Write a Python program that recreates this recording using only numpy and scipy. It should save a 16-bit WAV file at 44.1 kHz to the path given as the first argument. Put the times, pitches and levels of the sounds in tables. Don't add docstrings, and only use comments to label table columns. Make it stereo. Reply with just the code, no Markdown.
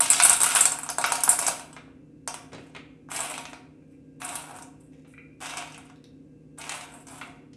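import sys
import numpy as np
from scipy import signal
from scipy.fft import rfft, irfft
from scipy.io import wavfile
from scipy.ndimage import uniform_filter1d, minimum_filter1d

SR = 44100
rng = np.random.default_rng(int(sys.argv[2]) if len(sys.argv) > 2 else 0)


def waveform_to_disk(signal):
    frames = np.transpose(np.atleast_2d(signal))
    scaled = np.clip(frames, -1, 1) * 32767
    samples = np.round(scaled).astype(np.int16)
    wavfile.write(sys.argv[1], SR, samples)


N = 333449
AGE = np.arange(6144) / SR

# [t/s, knock level/dB, knock centre f/Hz, click level/dB, click centre f/Hz, ping level/dB, ping centre f/Hz]
BEANS = [(0.005, -27, 1130, -28.5, 4450, -13, 9300), (0.06, -34, 1324, -33, 3900, -35, 8530),
         (0.102, -32, 970, -26.5, 3780, -7.5, 8300), (0.133, -31.5, 1400, -24, 4200, -32, 8450),
         (0.2003, -23.5, 1400, -21, 4200, -23.5, 8800), (0.224, -34, 1390, -31, 3360, -16.5, 9200),
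         (0.236, -40, 1190, -42, 4230, -9.5, 8950), (0.25, -22, 1260, -23, 4330, -7.5, 10200),
         (0.2956, -30, 1260, -29, 4660, -10, 9000), (0.304, -24.5, 1120, -28, 3900, -29, 8940),
         (0.3304, -39, 1090, -29.5, 4500, -16, 8800), (0.365, -45, 1200, -44, 3900, -23, 10300),
         (0.404, -33, 930, -31, 4470, -21, 9200), (0.416, -31, 1099, -33, 4760, -16.5, 8370),
         (0.433, -27, 1241, -29.5, 4970, -14, 9770), (0.46, -43, 1299, -33, 2640, -21, 10120),
         (0.465, -29.5, 1360, -33.5, 2000, -31, 10050), (0.489, -48, 1200, -35, 2690, -30, 9400),
         (0.509, -33, 1350, -30, 2500, -28, 9100), (0.5499, -25, 1290, -37, 4330, -16.5, 9400),
         (0.559, -25.5, 1320, -23, 3250, -20.5, 9750), (0.568, -29.5, 1200, -29, 3798, -17, 9580),
         (0.6084, -31, 1030, -30.5, 4770, -11, 8440), (0.6544, -29, 1060, -25.5, 4920, -13.5, 8400),
         (0.7194, -34, 1290, -37, 5300, -24, 7600), (0.788, -39, 1180, -44, 2000, -31, 10100),
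         (0.8328, -40.5, 1240, -48, 2400, -30.5, 8300), (0.864, -41.5, 1260, -49, 3340, -41, 9130),
         (0.89, -31.5, 1010, -31.5, 6330, -47, 8680), (0.9005, -42.5, 850, -36.5, 5830, -27, 9800),
         (0.984, -24, 950, -36, 4680, -23.5, 8800), (1.014, -58, 1070, -36.5, 4100, -29.5, 8560),
         (1.0411, -21, 1320, -25, 3000, -32, 8670), (1.061, -55, 1370, -38, 2000, -27, 11500),
         (1.121, -23, 1050, -27.5, 4540, -21, 9100), (1.155, -48, 960, -34.5, 5340, -28, 9500),
         (1.206, -50, 1200, -39, 4600, -31, 9200), (1.2359, -31, 1230, -28.5, 6680, -15, 10700),
         (1.278, -23.5, 936, -35.5, 4050, -33, 9370), (1.2916, -38, 1030, -29.5, 5430, -7.5, 9400),
         (1.3177, -33.5, 990, -33.5, 5000, -25.5, 9600), (1.33, -32, 860, -38, 4550, -28, 9580),
         (1.3894, -31.5, 1100, -29.5, 5500, -21.5, 10200), (1.425, -33, 850, -36.5, 3900, -35, 9800),
         (1.466, -36, 1030, -26, 6470, -21, 7900), (1.4768, -32.5, 895, -33.5, 4280, -24.5, 10300),
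         (1.483, -25.5, 950, -30, 4460, -23, 9550), (1.596, -42.5, 1200, -46.5, 3900, -42, 9000),
         (1.729, -55, 888, -55, 4195, -48, 8100), (2.2759, -32.5, 950, -32.5, 5530, -30, 8900),
         (2.3423, -38, 995, -40, 3300, -37, 9080), (3.088, -46, 1224, -63.5, 2000, -81.5, 9200),
         (3.116, -37, 1090, -39.5, 3350, -37, 8600), (3.162, -51, 1270, -36.5, 5660, -34, 7700),
         (3.19, -37, 890, -41, 3000, -38, 8200), (3.205, -42, 970, -39, 3240, -27, 7700),
         (3.249, -41.5, 950, -40, 3340, -38, 9070), (3.32, -38, 990, -52, 2000, -49.5, 8800),
         (3.34, -62, 1290, -37.5, 2210, -54.5, 8850), (3.379, -36, 900, -39.5, 3460, -39, 8740),
         (3.454, -43, 1280, -40, 2380, -59, 9100), (3.532, -41.5, 1080, -45, 2000, -66.5, 8900),
         (4.218, -37.5, 1400, -39.5, 2650, -49, 8950), (4.248, -46, 1290, -51, 2200, -31, 9000),
         (4.291, -47, 1200, -40.5, 3020, -39, 8800), (4.355, -41, 1030, -40, 4380, -29, 10000),
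         (4.44, -45, 1400, -55.5, 2400, -54.5, 8800), (4.509, -43.5, 994, -57, 2590, -53.5, 8800),
         (4.587, -46, 900, -53.5, 5500, -52, 8720), (4.563, -50, 1096, -56.5, 3030, -46.5, 9100),
         (4.623, -58.5, 1098, -49.5, 6980, -44.5, 8560), (5.424, -45, 1200, -51, 2630, -49.5, 8500),
         (5.458, -40, 1310, -39, 3350, -42, 8400), (5.538, -42, 1150, -43, 2790, -51.5, 8500),
         (5.571, -37, 1230, -36, 3850, -35.5, 8300), (5.582, -44, 1100, -39, 4160, -43.5, 8000),
         (5.624, -40.5, 1040, -47.5, 2600, -51, 8400), (5.722, -56, 1090, -51.5, 4490, -54, 8400),
         (5.745, -56.5, 1090, -45, 2000, -55, 8400), (5.778, -48, 1200, -57, 2000, -48.5, 9500),
         (5.854, -60, 1200, -65.5, 2596, -59, 8900), (5.899, -52, 1275, -58, 2400, -65.5, 8570),
         (6.585, -50.5, 1075, -58, 3400, -39.5, 9100), (6.615, -55, 1200, -41.5, 2900, -43, 8600),
         (6.64, -51, 950, -42.5, 2850, -56, 8600), (6.694, -40, 1170, -32, 3060, -36, 8700),
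         (6.721, -40, 1010, -38, 3450, -43, 8600), (6.81, -45, 1200, -42, 3200, -47, 8600),
         (6.941, -57, 900, -63, 3000, -49.5, 8650), (7.069, -54.5, 1110, -54, 5500, -49, 8200),
         (7.083, -54, 1090, -56.5, 5500, -54, 8500)]
# [t/s, level/dB]
FLEXES = [(0.2004, -21), (0.559, -35), (1.0409, -23), (7.2144, -41)]
# [f/Hz, level/dB, t60/s]
FLEX_MODES = [(967, -8.5, 0.23), (1110, -8.5, 0.17), (1324, 1.5, 0.092), (1457, 0, 0.08), (1503, -7, 0.12),
              (2070, -13.5, 0.12), (2220, -7.5, .09), (2330, -8, .11), (2713, -12, 0.15), (2880, -16, .1)]
# [f/Hz, level/dB, t60/s], f before detuning
BASE_MODES = [(719.8, 2.5, 0.2), (883.4, -4, 0.09), (939, -1, 0.19), (1020, -7, 0.15), (1125, -3.5, 0.19),
              (1320, -1, 0.077), (1404, -1.5, 0.096), (1520, -5.5, 0.14)]
# [f/Hz, level/dB]
KNOCK = [(40, -58.5), (90, -31.5), (200, -29.5), (330, -15.5), (480, -14.5), (720, -5), (1350, -6.5),
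         (1600, -5), (1950, -20), (4000, -39)]
# [f/Hz, level/dB], before random variety
HUSK = [(60, -60.5), (600, -29), (1750, -5.5), (2300, 2.5), (3000, 0), (3600, -2.5), (4300, -8), (5600, 0),
        (7000, 2), (10000, -6), (15000, -31.5)]
SHELL_HZ, SHELL_T60, SHELL_DB = (1940, 6260), 0.016, -8.5  # Hz, s, dB
# [f/Hz, level/dB]
WALL = [(7400, -6.5), (8100, -1), (10200, -2), (11000, -4), (13000, 2), (14600, -20), (15600, -20.5)]
# [t/s, hold/s, settling/(dB/s), knock level/dB, click level/dB, ping level/dB,
#  hardness/(factor on knock and click centres, before scatter), mean contacts/(1/s)]
SURGES = [(0, 0.35, 287.5, -38, -33.5, -31, 1.55, 142), (0.403, 0.22, 197, -33.5, -34, -26.5, 1.55, 160),
          (1.055, 0.13, 200, -41.5, -41.5, -42, 1.1, 150), (1.384, 0.025, 114, -37.5, -40, -29, 0.73, 230),
          (2.571, 0.13, 119, -63, -64.5, -69.5, 0.88, 380), (3.089, 0.17, 72, -39, -42.5, -35.5, 1.05, 750),
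          (3.86, 0.071, 183, -86, -79.5, -76.5, 1.1, 270),
          (4.19, 0.19, 132.5, -43.5, -47.5, -42, 1.25, 480),
          (4.415, 0.19, 284.5, -49.5, -58.5, -53.5, 0.78, 300),
          (4.783, 0.058, 203, -81.5, -80, -65.5, 0.91, 360),
          (4.907, 0.07, 150.5, -76, -70, -78.5, 0.66, 350), (5.055, 0.071, 198, -81, -70.5, -66, 0.91, 300),
          (5.392, 0.17, 69, -41.5, -43, -45.5, 1.1, 480), (6.566, 0.14, 108, -46.5, -49, -49, 1.15, 780),
          (6.69, 0.063, 113, -43.5, -44.5, -42, 1.1, 540), (6.897, 0.1, 255.5, -54.5, -63, -54, 1, 350),
          (7.054, 0.14, 130.5, -49, -55, -49, 1.1, 400), (7.242, 0.039, 119, -54, -63, -79.5, 0.85, 800)]
RISE_S, SAG_DB_PER_S = 0.021, 12.5
WALL_FOLLOW = 1.1
SETTLED_DB = 25

# [t/s, thump level/dB before trim, clack level/dB, tick level/dB, tick centre f/Hz, attack/s]
BUMPS = [(1.7652, -55, -41, -55, 5500, 0.00027), (1.878, -58, -58.5, -80.5, 3020, .001),
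         (2.52, -48.5, -53.5, -54, 2970, 0.0029), (2.531, -42, -44, -49, 5080, 0.0018),
         (2.546, -47, -51, -50, 4500, 0.0035), (2.582, -48, -50.5, -53.5, 3510, 0.00092),
         (2.749, -52, -44, -45, 2980, 0.0018), (2.763, -49, -46, -42.5, 2700, 0.0016),
         (5.048, -67, -61, -68, 3700, 0.00042), (5.068, -70.5, -69, -74, 3510, 0.0004),
         (7.2133, -61.5, -38.5, -39.5, 2700, 0.0013), (7.533, -74, -72, -58.5, 4970, 0.00035)]
# [f/Hz, level/dB]
THUMP = [(30, -37.5), (100, -12), (250, -8), (420, 0), (600, -2), (1000, -24), (3000, -91)]
# [f/Hz, level/dB]
CLACK = [(50, -40), (300, -27), (800, 7), (1450, 8), (1950, 1), (2500, 1), (3100, -6), (3900, -7),
         (8000, -67)]
# [f/Hz, level/dB]
TICK = [(60, -38), (1000, -31.5), (2200, 5.5), (3300, 2.5), (5500, -2.5), (9000, 5), (15000, -14)]
# [t/s, level/dB before trim]
CLINKS = [(3.821, -63), (3.929, -61.5), (5.138, -44), (5.179, -36.5), (5.198, -45.5)]
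# [f/Hz, level/dB, t60/s]
CLINK_MODES = [(1200, -7, .015), (1400, 17.5, 0.012), (1560, 6, 0.025), (2000, 11, 0.047),
               (2090, -10.5, 0.41), (2230, 5, 0.11), (2450, -9.5, 0.55), (2386, 17, 0.035),
               (2700, -12, .17), (3080, -10, .04), (3900, -7, 0.026)]
# [t/s, level/dB]
PICKS = [(5.96, -64), (6.042, -54.5)]
# [f/Hz, level/dB]
PICK = [(300, -36.5), (2000, -9), (3100, -10), (3650, 0), (4300, -6), (5400, -6), (6500, -16), (11000, -14)]

# [f/Hz, level/dB rms]
HUM = [(118.4, -69.5), (152.8, -57), (266.8, -55.5), (297, -59.5), (382.2, -69), (473.7, -65.5),
       (1130, -92.5), (1604, -83.5), (2083, -92.5), (2676, -83.5)]
# [f/Hz, relative level/dB per Hz]
AIR = [(20, -34.5), (40, -16.5), (62, -2.5), (90, -5), (150, -4.5), (190, -7.5), (255, 2), (330, -4),
       (420, -14.5), (500, -7), (650, -22.5), (1200, -33), (2000, -34), (2600, -30.5), (3100, -37),
       (4500, -42), (9000, -41.5), (12000, -48.5), (15000, -66)]
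# [f/Hz, t60/s]
ROOM_T60 = [(200, 0.47), (1000, 0.7), (2800, 0.55), (5000, 0.42), (8500, 0.4), (15000, 0.4)]
# [f/Hz, level/dB]
ROOM_SEND = [(200, 7.5), (1000, -4.5), (2800, 2.5), (5000, -0.5), (8500, -7), (15000, -8)]
# [f/Hz, likeness/1]
LIKENESS = [(100, 0.99), (300, 0.99), (600, 0.55), (1000, 0.13), (1400, 0.27), (2200, 0.05), (3000, 0.78),
            (5000, 0.78), (8500, 0.77), (15000, 1)]
# [f/Hz, lag/rad]
PORT_LAG = [(100, -0.5), (1400, 0.33), (2700, 1.5), (3200, 2), (4100, 1.31), (6800, 0.2), (7600, 0.86),
            (9000, 1.22), (11600, 2), (13000, 3.5), (15000, 3.5)]
EDGE_HZ = 15000


def bean_strikes(wall):
    out = np.zeros(N)
    for s, knock_db, knock_hz, click_db, click_hz, ping_db, ping_hz in BEANS:
        add(out, s, amp(knock_db) * base_knock(knock_hz, ring_db=-1.5))
        add(out, s, amp(click_db) * husk_click(click_hz, t60=0.024))
        add(out, s, amp(ping_db) * wall_ping(wall, ping_hz))
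    for s, db in FLEXES:
        add(out, s, amp(db) * ring(FLEX_MODES, spread=0.15, size=8192))
    return out


def base_knock(centre_hz, ring_db, width_hz=380, load=0.016):
    lift = lambda hz: 20 * np.log10(around(hz, centre_hz, width_hz))
    colour = [(hz, db + lift(hz)) for hz, db in KNOCK]
    push = contact(colour, chatter_db=-7, t60=0.044)
    modes = [(hz * (1 + load * rng.standard_normal()), db + lift(hz), t60) for hz, db, t60 in BASE_MODES]
    return unit_blow(push + amp(ring_db) * ring(modes))


def husk_click(centre_hz, t60, width_hz=1500, variety_db=3.0):
    hz, db = np.transpose(HUSK)
    db = db + 20 * np.log10(around(hz, centre_hz, width_hz))
    db = db + variety_db * rng.standard_normal(len(hz))
    snap = contact(np.transpose([hz, db]), chatter_db=6.0, t60=t60)
    note_hz = np.clip(centre_hz * 2 ** rng.uniform(-0.45, 0.45), *SHELL_HZ)
    note = ring([(note_hz, 0, SHELL_T60)], contact_s=0.00017)
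    return unit_blow(snap + amp(SHELL_DB) * note)


def wall_modes(count=220, contact_s=0.00007):
    place = (np.arange(count) + rng.random(count)) / count
    hz = 7480 + 8200 * place ** 1.5
    fade = amp(-60 * AGE / 0.035) + amp(-15.0) * amp(-60 * AGE / 0.055)
    fade *= 1 - np.exp(-AGE / contact_s)
    spin = np.exp(2j * np.pi * hz[:, None] * AGE)
    return hz, (amp(read(WALL, hz))[:, None] * fade * spin).astype(np.complex64)


def wall_ping(wall, centre_hz, width_hz=950):
    hz, waves = wall
    start = rng.standard_normal((len(hz), 2)) @ [1, 1j] + 0.15
    weight = (start * around(hz, centre_hz, width_hz)).astype(np.complex64)
    return unit_blow((weight @ waves).real)


def shifting_beans(wall, spread_db=3.0, count=24):
    out = np.zeros(N)
    for start, hold_s, settle_db_per_s, *parts_db, hardness, per_s in SURGES:
        levels = amp(parts_db)[:, None] * surge(hold_s, settle_db_per_s)
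        levels = levels * slips(levels.shape[1])
        strength = amp(spread_db * np.minimum(rng.exponential(1, N), 3))
        hits = strength * (rng.random(N) < per_s / SR)
        hits = (hits * rng.choice([-1, 1], N))[:levels.shape[1]]
        energy = abs(uniform_filter1d(hits ** 2, size=2100))
        hits /= np.sqrt(energy * 0.01 * SR + 1e-3)
        blows = []
        for firm in hardness * rng.uniform(0.61, 1.03, count):
            knock = base_knock(1000 * firm, ring_db=-0.5)
            click = husk_click(3000 * firm, t60=0.03)
            blows.append([knock, click, wall_ping(wall, rng.uniform(7400, 11000))])
        blows = np.array(blows)
        pick = rng.integers(0, count, N)
        for i in np.flatnonzero(hits):
            add(out, start + i / SR, hits[i] * levels[:, i] @ blows[pick[i]])
    return out


def surge(hold_s, settle_db_per_s):
    age = np.arange(0, hold_s + SETTLED_DB / settle_db_per_s, 1 / SR)
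    drop_db = SAG_DB_PER_S * age + settle_db_per_s * np.maximum(age - hold_s, 0)
    return np.minimum(age / RISE_S, 1) ** 2 * amp(-np.outer([1, 1, WALL_FOLLOW], drop_db))


def slips(size, slip_s=0.016, slip_db=2.3):
    at = np.arange(size) / SR / slip_s
    shared, *own = rng.standard_normal((int(at[-1]) + 2, 4)).T
    knots = np.arange(len(shared))
    lurch_db = [slip_db * np.interp(at, knots, shared + part) for part in own]
    return amp(lurch_db) / amp(slip_db / 2)


def counter(thumps_db, clinks_db):
    return counter_bumps(thumps_db) + light_clinks(clinks_db) + picked_beans()


def counter_bumps(trim_db):
    out = np.zeros(N)
    for s, thump_db, clack_db, tick_db, tick_hz, attack_s in BUMPS:
        tick_colour = [(hz, db + 20 * np.log10(around(hz, tick_hz, width_hz=900))) for hz, db in TICK]
        thump = contact(THUMP, chatter_db=2, t60=0.044)
        clack = contact(CLACK, chatter_db=2.5, t60=0.096)
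        tick = contact(tick_colour, chatter_db=-9.5, t60=0.023)
        landing = 1 - np.exp(-AGE / attack_s)
        for db, blow in ((thump_db + trim_db, thump), (clack_db, clack), (tick_db, tick)):
            add(out, s, amp(db) * unit_blow(blow * landing))
    return out


def light_clinks(trim_db):
    out = np.zeros(N)
    for s, db in CLINKS:
        add(out, s, amp(db + trim_db) * ring(CLINK_MODES, spread=0.15, size=16384))
    return out


def picked_beans():
    out = np.zeros(N)
    for s, db in PICKS:
        add(out, s, amp(db) * contact(PICK, chatter_db=0.5, t60=0.019))
    return out


def contact(colour, chatter_db, t60):
    push = unit_blow((AGE == 0).astype(float))
    chatter = unit_blow(rng.standard_normal(len(AGE)) * amp(-60 * AGE / t60))
    return unit_blow(coloured(push + amp(chatter_db) * chatter, colour))


def ring(modes, spread=0.35, size=len(AGE), contact_s=0.0006):
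    hz, db, t60 = np.transpose(modes)[:, :, None]
    age = np.arange(size) / SR
    weight = 1 + spread * rng.standard_normal(hz.shape)
    tones = np.sin(2 * np.pi * (hz * age + rng.random(hz.shape)))
    waves = weight * amp(db - 60 * age / t60) * tones
    return unit_blow(waves.sum(0) * (1 - np.exp(-age / contact_s)))


def around(hz, centre_hz, width_hz):
    return 1 / np.sqrt(1 + ((hz - centre_hz) / width_hz) ** 2)


def coloured(x, colour):
    log_gain = np.log(amp(read(colour, abs(np.fft.fftfreq(len(x), 1 / SR)))))
    response = np.exp(np.conj(signal.hilbert(log_gain)))
    return np.fft.ifft(np.fft.fft(x) * response).real


def appliance(waver_hz=5, waver=0.27, port_turn=0.39, knot_hz=100):
    t, hz = np.arange(N) / SR, np.fft.rfftfreq(N, 1 / SR)
    noise = rng.standard_normal((2, N))
    air = evened(diffuse(irfft(rfft(noise) * amp(read(AIR, hz)), N)))
    knots = np.arange(0, N / SR + 1, 1 / knot_hz)
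    pole = np.exp(-2 * np.pi * waver_hz / knot_hz)
    hum = np.zeros((2, N))
    for tone_hz, db in HUM:
        drifts = [evened(signal.lfilter([1], [1, -pole], z)) for z in rng.standard_normal((2, len(knots)))]
        swell, sway = (waver * np.interp(t, knots, drift) for drift in drifts)
        lead = port_turn * rng.permutation(2)[:, None]
        phase = 2 * np.pi * (tone_hz * t + rng.random()) + sway + lead
        hum += amp(db) * evened((1 + swell) * np.sin(phase))
    return amp(-54.5) * air + hum


def kitchen(x, size=32768, spacing=16):
    taps = np.zeros((2, size))
    at = np.arange(8 * spacing, size - spacing, spacing)
    at = at + rng.integers(0, spacing, (2, len(at)))
    np.put_along_axis(taps, at, rng.choice([-1.0, 1.0], at.shape), 1)
    hz, t, bands = signal.stft(diffuse(taps), SR, nperseg=256)
    t60 = read(ROOM_T60, hz)[:, None]
    fade = amp(read(ROOM_SEND, hz)[:, None] - 60 * t / t60)
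    fade = fade * np.sqrt(2 * np.log(1000) * spacing / (t60 * SR))
    near = 1 + np.exp(-t / 0.033)
    tail = signal.istft(bands * fade * near, SR, nperseg=256)[1]
    return signal.fftconvolve(x[None], tail, axes=1)[:, :N]


def diffuse(pair):
    a, b = rfft(pair)
    same = np.clip(read(LIKENESS, np.fft.rfftfreq(pair.shape[1], 1 / SR)), -1, 1)
    common, apart = a * np.sqrt((1 + same) / 2), b * np.sqrt((1 - same) / 2)
    return irfft(np.array([common + apart, common - apart]), pair.shape[1])


def amp(db):
    return 10 ** (np.asarray(db) / 20)


def evened(x):
    return x / np.sqrt(np.mean(x ** 2) + 1e-20)


def unit_blow(x):
    return x / np.sqrt(np.sum(x ** 2) / (0.01 * SR))


def read(points, hz):
    f, value = np.transpose(points)
    return np.interp(np.log(hz + 1), np.log(f + 1), value)


def add(mix, s, sound):
    part = mix[max(round(s * SR), 0):][:len(sound)]
    part += sound[:len(part)]


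def scene():
    wall = wall_modes()
    surges, room = shifting_beans(wall), np.zeros((2, N))
    turn = 2 * np.pi * 2.3 * np.arange(N) / SR
    for paths in (np.cos(turn), np.sin(turn)):
        strikes = bean_strikes(wall)
        bumps = counter(thumps_db=-0.5, clinks_db=-8.5)
        beans = strikes * np.sqrt(0.5) + surges * paths
        room += kitchen(amp(-0.55) * beans + amp(-3.5) * bumps)
    return bean_strikes(wall) + surges + bumps + room + appliance()


def record(dry):
    lag = read(PORT_LAG, np.fft.rfftfreq(N, 1 / SR))
    left = irfft(rfft(dry[0]) * np.exp(-1j * lag), N)
    pair = np.array([left, dry[1]])
    gain = 1 / np.maximum(abs(pair).max(0), 1)
    gain = uniform_filter1d(minimum_filter1d(gain, size=31), size=31)
    lowpass = signal.firwin(511, EDGE_HZ, window=("kaiser", 9), fs=SR)
    return signal.oaconvolve(pair * gain, lowpass[None], "same")


dry = scene()
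out = record(dry)
waveform_to_disk(out)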